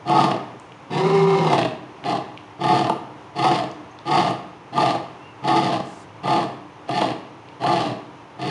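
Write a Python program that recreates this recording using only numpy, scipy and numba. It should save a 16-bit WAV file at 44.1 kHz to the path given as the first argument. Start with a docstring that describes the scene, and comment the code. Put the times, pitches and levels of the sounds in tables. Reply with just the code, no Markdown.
"""A male lion roars twelve times in a concrete zoo enclosure: hoarse grunts and one long moan.
His loose vocal folds flap unevenly into a long throat whose resonances rise and sink with each call;
single flaps slap hard, the mouth clicks, and he takes one soft in-breath. The walls throw the roars
back over a steady outdoor wash, a faint machine hum and distant birds."""
import sys
import numpy as np
from scipy import signal
from scipy.io import wavfile
from scipy.ndimage import uniform_filter1d
from numba import njit

SR = 44100
rng = np.random.default_rng(int(sys.argv[2]) if len(sys.argv) > 2 else 0)


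def to_wav(s):
    """Save 16-bit WAV."""
    ch = np.atleast_2d(s).T  # columns
    pcm = np.round(np.clip(ch, -1, 1) * 32767)  # PCM
    wavfile.write(sys.argv[1], SR, pcm.astype(np.int16))


N = 374850
TIME = np.arange(N) / SR

# nominal resonances: f/Hz, width/Hz, level/dB in a grunt, then the same in a moan
CHEST_MODES = [(136.6, 19.7, -4.5, 166, 12, 6.5), (184.4, 40.3, -2, 190, 113, -15),
               (232.3, 51, -9, 245, 75, -27), (321, 25.2, 2.5, 393, 32, -0.5),
               (408.7, 53, -6, 550, 21, -13.5), (462, 14, -8.5, 536, 35, -17)]
MOUTH_MODES = [(709.4, 39.2, 5.5, 805, 62, -0.5), (829, 52, 2.5, 1017, 123, -1.5),
               (1072, 13.3, 0, 1200, 45, -5), (1192.6, 54, -3.5, 1216, 115, -12),
               (1280, 67, -45, 960, 46, -26)]
# air rushing past the teeth: f/Hz, relative density/dB
TEETH_SPECTRUM = [(1300, -16.5), (2700, 11), (4700, -5.5), (5700, -11), (7200, -10), (7900, -19),
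                  (8500, -8.5), (10300, -9), (11500, -47)]


def gain_of(db):
    """Decibels to amplitude."""
    return 10 ** (np.asarray(db) / 20)


def unit_rms(x):
    """Scales to rms 1."""
    return x / np.sqrt(np.mean(x ** 2) + 1e-20)


def steadied(x, size=2000):
    """Holds the short-term rms at 1; single pulses still stand out."""
    power = uniform_filter1d(uniform_filter1d(x ** 2, size), size // 2)
    return x / np.sqrt(abs(power) + 1e-14)


def at_hz(points, hz):
    """Interpolates a table over log frequency."""
    f, value = np.transpose(points)
    return np.interp(np.log(hz + 1), np.log(f + 1), value)


def add(mix, start_s, sound):
    """Mixes a sound in at start_s."""
    part = mix[max(round(start_s * SR), 0):][:len(sound)]
    part += sound[:len(part)]


def band(x, low_hz, high_hz, order=4):
    """Causal band-pass."""
    return signal.sosfilt(signal.butter(order, [low_hz, high_hz], "band", fs=SR, output="sos"), x)


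def coloured(x, spectrum, size=4096):
    """Minimum-phase filter with the given spectrum."""
    log_gain = np.log(gain_of(at_hz(spectrum, abs(np.fft.fftfreq(size, 1 / SR)))))
    taps = np.fft.ifft(np.exp(np.conj(signal.hilbert(log_gain)))).real
    return signal.oaconvolve(x, taps[:size // 2])[:len(x)]


def drift(t, top_hz, count=24):
    """Slow random motion of rms about 1."""
    hz = np.geomspace(top_hz / 10, top_hz, count)[:, None]
    return np.sin(2 * np.pi * (hz * t + rng.random((count, 1)))).sum(0) * np.sqrt(2 / count)


def swing(t, hz, waver, harmonics):
    """A slightly wavering vibration with equal harmonics."""
    turns = np.cumsum(hz * (1 + waver * drift(t, 45))) / SR
    return sum(np.cos(2 * np.pi * k * turns) for k in range(1, harmonics + 1))


@njit
def resonate(x, hz, width_hz):
    """A unit-gain resonance with moving centre and width."""
    out, state = np.zeros(len(x)), 0j
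    for i in range(len(x)):
        r = np.exp(-np.pi * width_hz[i] / SR)
        state = state * r * np.exp(2j * np.pi * hz[i] / SR) + (1 - r) * x[i]
        out[i] = 2 * state.real
    return out


def background(wash_db=-43, swell_db=.6, waver_turns=0.11):
    """A nearly steady outdoor wash and a wavering machine hum."""
    # outdoor wash: f/Hz, relative density/dB
    wash_spectrum = [(25, -25), (60, -17), (115, 5), (230, -7), (300, -1.5), (600, -4.5), (950, 0.5),
                     (1500, -11), (2800, -15), (4500, -26.5), (6300, -28), (7900, -39.5), (10000, -36.5),
                     (11700, -67)]
    # machine tones: f/Hz, rms level/dB
    hum_tones = [(120, -70), (298, -55), (384, -61.5)]
    slow = TIME[::500]
    out = unit_rms(coloured(rng.standard_normal(N), wash_spectrum))
    out *= gain_of(wash_db + swell_db * np.interp(TIME, slow, drift(slow, 6)))
    for hz, db in hum_tones:
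        turns = hz * TIME + waver_turns * np.interp(TIME, slow, drift(slow, 7.4))
        out += gain_of(db) * np.sqrt(2) * np.sin(2 * np.pi * turns)
    return out


def bird(length_s, hz, db, arch=0.078):
    """A thin whistle that rises and falls."""
    t = np.arange(0, length_s, 1 / SR)
    hump = np.sin(np.pi * t / length_s)
    return gain_of(db) * hump * swing(t, hz * (1 + arch * (hump - .5)), waver=0.022, harmonics=1)


def enclosure(x, tail_db=-8.5, walls_db=-10, walls_s=0.032, echoes=10,
              standing_hz=319, standing_width_hz=7, standing_db=-7):
    """Early echoes off the concrete, a diffuse tail and one standing wave between the walls."""
    # reverberation: f/Hz, T60/s
    decay_times = [(120, 0.51), (330, 0.94), (700, 0.54), (1500, 0.7), (4000, 0.5), (10000, 0.44)]
    taps = rng.standard_normal(SR) * (rng.random(SR) < .1) * np.minimum(TIME[:SR] / 0.041, 1)
    hz, t, spectra = signal.stft(taps, SR, nperseg=256)
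    decay = gain_of(-60 * t / at_hz(decay_times, hz)[:, None])
    tail = signal.istft(spectra * decay, SR, nperseg=256)[1]
    response = gain_of(tail_db) * tail / np.linalg.norm(tail)
    arrivals = (SR * (.004 + walls_s * rng.random(echoes))).astype(int)
    response[arrivals] += gain_of(walls_db) * rng.choice([-1, 1], echoes) / np.sqrt(echoes)
    standing = resonate(x, standing_hz * np.ones(N), standing_width_hz * np.ones(N))
    return signal.fftconvolve(x, response)[:N] + gain_of(standing_db) * standing


def lion_inhale():
    """One soft in-breath after a roar: a short, high hiss of air."""
    # breath envelope: t/s, rms level/dB
    envelope = [(5.8, -82), (5.86, -55), (6.03, -55.5), (6.08, -90)]
    noise = unit_rms(band(rng.standard_normal(N), 4000, 8500, order=2))
    return gain_of(np.interp(TIME, *np.transpose(envelope))) * noise


def mouth_click(level_db, hz, trim_db=-1, decay_s=0.002, spread=1.265):
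    """A tiny snap that rings briefly in the mouth."""
    t = TIME[:1500]
    snap = rng.standard_normal(len(t)) * np.exp(-t / decay_s)
    sound = band(snap, hz / spread, hz * spread, order=2)
    return gain_of(level_db + trim_db) * sound / abs(sound).max()


def glide(mode, moan):
    """Frequency, width and level of a resonance between grunt (0) and moan (1)."""
    return [a + (b - a) * moan for a, b in zip(mode[:3], mode[3:])]


def throat(x, modes, moan, stretch, damping, skirt=1.42):
    """A bank of gliding resonances; a wider second pass deepens the valleys."""
    out = np.zeros(len(x))
    for mode in modes:
        hz, width_hz, db = glide(mode, moan)
        ring = resonate(x, hz * stretch, width_hz * damping)
        out += gain_of(db) * resonate(ring, hz * stretch, width_hz * damping * skirt)
    return out


def fold_slap(level_db, trim_db=-4, puff_s=0.0051, chest_db=-5, hiss_db=-17, damping=2.32):
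    """One hard flap: a single puff rings the slack throat and hisses past the teeth."""
    t = TIME[:3500]
    puff = rng.standard_normal(len(t)) * np.exp(-t / puff_s)
    moan, stretch = np.zeros(len(t)), np.ones(len(t))
    mouth = unit_rms(throat(puff, MOUTH_MODES, moan, stretch, damping))
    chest = unit_rms(throat(puff, CHEST_MODES, moan, stretch, damping))
    hiss = unit_rms(band(coloured(puff, TEETH_SPECTRUM), 1250, 12000))
    sound = mouth + gain_of(chest_db) * band(chest, 130, 700, order=6) + gain_of(hiss_db) * hiss
    return gain_of(level_db + trim_db) * sound / abs(sound).max()


def folds(rate_hz, uneven_db, jitter=.3, puff_s=0.0079, leak=0.18):
    """Uneven flaps, and the puff of turbulent air that each lets through."""
    n = len(rate_hz)
    wobble = unit_rms(uniform_filter1d(rng.standard_normal(n), size=250))
    turns = np.cumsum(rate_hz * np.exp(jitter * wobble)) / SR
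    flaps = np.diff(np.floor(turns), prepend=0)
    pulses = flaps * gain_of(uneven_db * np.clip(rng.standard_normal(n), -2, 2))
    airflow = leak + signal.lfilter([1], [1, -np.exp(-1 / (puff_s * SR))], pulses)
    return unit_rms(pulses), unit_rms(airflow * rng.standard_normal(n))


def gesture(t, start_s, length_s, push_db, gape_db, gape_at_s, hoarse_db, moan):
    """Effort, mouth and rasp levels in dB: a quick push, one gape of the jaw, then the air runs out."""
    attack_db, attack_s = 25.5, .03
    sag_db, sag_s = 10, 0.079
    jaw_db, jaw_s = 7, 0.072
    drop_db, drop_s = 13, 0.031  # the rasp dies just before the voice
    surge_db, surge_hz = 1.5, 39.78
    age_s, left_s = t - start_s, start_s + length_s - t
    effort_db = push_db - attack_db * np.exp(-age_s / attack_s) - sag_db * np.exp(-left_s / sag_s)
    shut_db = jaw_db * (1 - np.exp(-((age_s - gape_at_s) / jaw_s) ** 2))
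    rasp_db = hoarse_db - .25 * shut_db - drop_db * np.exp(-left_s / drop_s)
    rasp_db += surge_db * drift(t, surge_hz)
    # a tight throat sounds fuller and less hoarse
    return effort_db + 3 * moan, gape_db - shut_db - 4 * moan, rasp_db - 7.5 * moan


def roar(start_s, length_s, push_db, gape_db, gape_at_s, hoarse_db, tuning,
         chest_db=-1, rumble_db=-31, rasp_trim_db=-1, hiss_db=-7, moan_hiss_db=-7, build_s=0.041):
    """One call: flaps and puffs ring the chest, mouth and hoarse upper resonances."""
    # throat tightness: t/s, share (0 grunt, 1 moan)
    tightness = [(0.88, 0.34), (0.97, 0.55), (1.08, 0.97), (1.25, 1.0), (1.38, 0.9), (1.46, .7),
                 (1.54, 0.2), (1.64, 0.0052)]
    # course of a grunt: share of length, flap rate/Hz, unevenness/dB, frequency factor, width factor
    flap_course = [(0, 118, 3, .98, 1.09), (.35, 140, 3.5, 1.02, 1.0), (.7, 115, 5, .98, 1.53),
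                   (1.001, 65, 10, 0.914, 1.6)]
    # nominal upper resonances: f/Hz, width/Hz, level/dB in a grunt, then the same in a moan
    rasp_modes = [(1805, 138, 13, 1890, 170, 5.5), (1988, 150, 12.5, 2177, 185, 9.5),
                  (2930, 510, 1.5, 2530, 980, 5), (3385, 594, 5, 3760, 1040, -1.5),
                  (4180, 595, 5, 4960, 370, -7.5)]
    t = np.arange(start_s, start_s + length_s, 1 / SR)
    moan = np.interp(t, *np.transpose(tightness), left=0, right=0)
    effort_db, mouth_db, rasp_db = gesture(
        t, start_s, length_s, push_db, gape_db, gape_at_s, hoarse_db, moan)
    stage, *columns = np.transpose(flap_course)
    progress = np.linspace(0, 1, len(t))
    grunt_hz, uneven_db, arch, blur = (np.interp(progress, stage, c) for c in columns)

    # resonances rise with the push, then sag and blur as the throat slackens
    stretch = (np.clip(tuning, .975, 1.025) * arch) ** (1 - moan)
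    stretch *= 1 + 0.0086 * drift(t, 14)
    damping = blur ** (1 - moan)
    pulses, puffs = folds(grunt_hz * (1 + .42 * moan), uneven_db)
    # a smooth low swing in every call; the moan adds a brighter pitch locked to the throat
    low = swing(t, glide(CHEST_MODES[0], moan)[0] * stretch, waver=0.018, harmonics=1)
    bright = swing(t, glide(CHEST_MODES[3], moan)[0] * stretch / 2, waver=0.012, harmonics=12)
    tone = (.88 + .12 * moan) * low / damping
    sung = 0.11 * moan ** 2 * bright
    drive = pulses + 0.83 * puffs + sung
    turbulence = puffs + 0.36 * pulses

    body = band(throat(drive, CHEST_MODES, moan, stretch, damping), 112, 1200, order=6)
    rumble = (1 - moan) * gain_of(rumble_db) * unit_rms(band(pulses, 35, 92, order=2))
    chest = steadied(steadied(body) + tone) + rumble
    mouth = steadied(throat(drive, MOUTH_MODES, moan, stretch, damping))
    rasp = steadied(throat(turbulence + sung, rasp_modes, moan, stretch, damping))
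    hiss = steadied(band(coloured(turbulence, TEETH_SPECTRUM), 1100, 20000))
    hiss *= gain_of(hiss_db + moan_hiss_db * moan)
    build = np.sqrt(np.minimum((t - start_s) / build_s, 1))  # turbulence lags the folds
    hoarse = gain_of(rasp_db + rasp_trim_db) * build * (rasp + hiss)
    voice = gain_of(chest_db) * chest + gain_of(mouth_db) * mouth + hoarse
    return gain_of(effort_db) * voice * signal.windows.tukey(len(t), 1800 / len(t))


def scene():
    """Lion and birds in the enclosure, over the background."""
    # calls: t/s, length/s, push/dB, mouth at widest/dB, delay to widest/s, rasp/dB, resonance factor
    roars = [ (0.043, 0.34, -21.5, 6.5, 0.13, -9.5, 1.037), (0.887, .82, -21.5, 3.5, 0.657, -6.5, 1.0),
             (2.026, 0.17, -21, 4, 0.068, -7.5, .99), (2.580, 0.34, -21.5, 6, 0.13, -8.5, 1.016),
             (3.34, .32, -23, 7, 0.13, -6, 1.025), (4.041, .31, -22.5, 7, 0.11, -6, 1.03),
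             (4.712, .27, -23, 6.5, 0.12, -6.5, 1), (5.413, .41, -22.5, 6, 0.1, -8, 1.02),
             (6.216, 0.26, -21.5, 4.5, 0.13, -8.5, 1.0), (6.866, .28, -24, 3, 0.12, -6, .99),
             (7.586, .36, -24, 5.6, .11, -7.5, 0.98), (8.375, 0.33, -23.5, -1.5, 0.042, -8.5, 1.01), ]
    # hard flaps as a roar catches or breaks off: t/s, level/dB
    slaps = [(0.095, -7), (0.188, -6), (0.241, -3.5), (1.447, -8), (1.521, -11), (2.64, -11), (2.896, -4),
             (3.444, -3.5), (4.307, -11), (4.777, -6), (4.949, -12), (5.476, -8), (5.73, -10),
             (6.254, -11.5), (6.277, -8), (6.891, -12), (7.015, -4), (7.636, -8.5), (7.669, -8)]
    # mouth clicks in and between the roars: t/s, level/dB, f/Hz
    clicks = [(0.315, -15, 2420), (0.598, -37, 6500), (0.72, -32, 2620), (1.63, -16, 2540),
              (2.04, -23, 2460), (2.375, -25, 2790), (3.599, -25, 2500), (3.714, -34, 5100),
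              (3.988, -33.5, 3410), (7.087, -20.5, 2580), (7.487, -33, 2750)]
    # distant birds: t/s, length/s, f/Hz, level/dB
    whistles = [(0.626, .09, 6600, -73), (0.73, .07, 6430, -67), (3.907, 0.02, 6200, -54.5),
                (5.184, 0.16, 2690, -49.5)]
    direct = np.zeros(N)
    for start_s, *call in roars:
        add(direct, start_s, roar(start_s, *call))
    for start_s, level_db in slaps:
        add(direct, start_s, fold_slap(level_db))
    for start_s, level_db, hz in clicks:
        add(direct, start_s, mouth_click(level_db, hz))
    for start_s, *whistle in whistles:
        add(direct, start_s, bird(*whistle))
    return (direct + enclosure(direct) + background() + lion_inhale())[None]


def record(dry):
    """A steep low-pass cuts the top treble."""
    edge_hz = 11300
    taps = signal.firwin(255, edge_hz, window=("kaiser", 9), fs=SR)
    return signal.oaconvolve(dry, taps[None], "same")


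dry = scene()
out = record(dry)
to_wav(out)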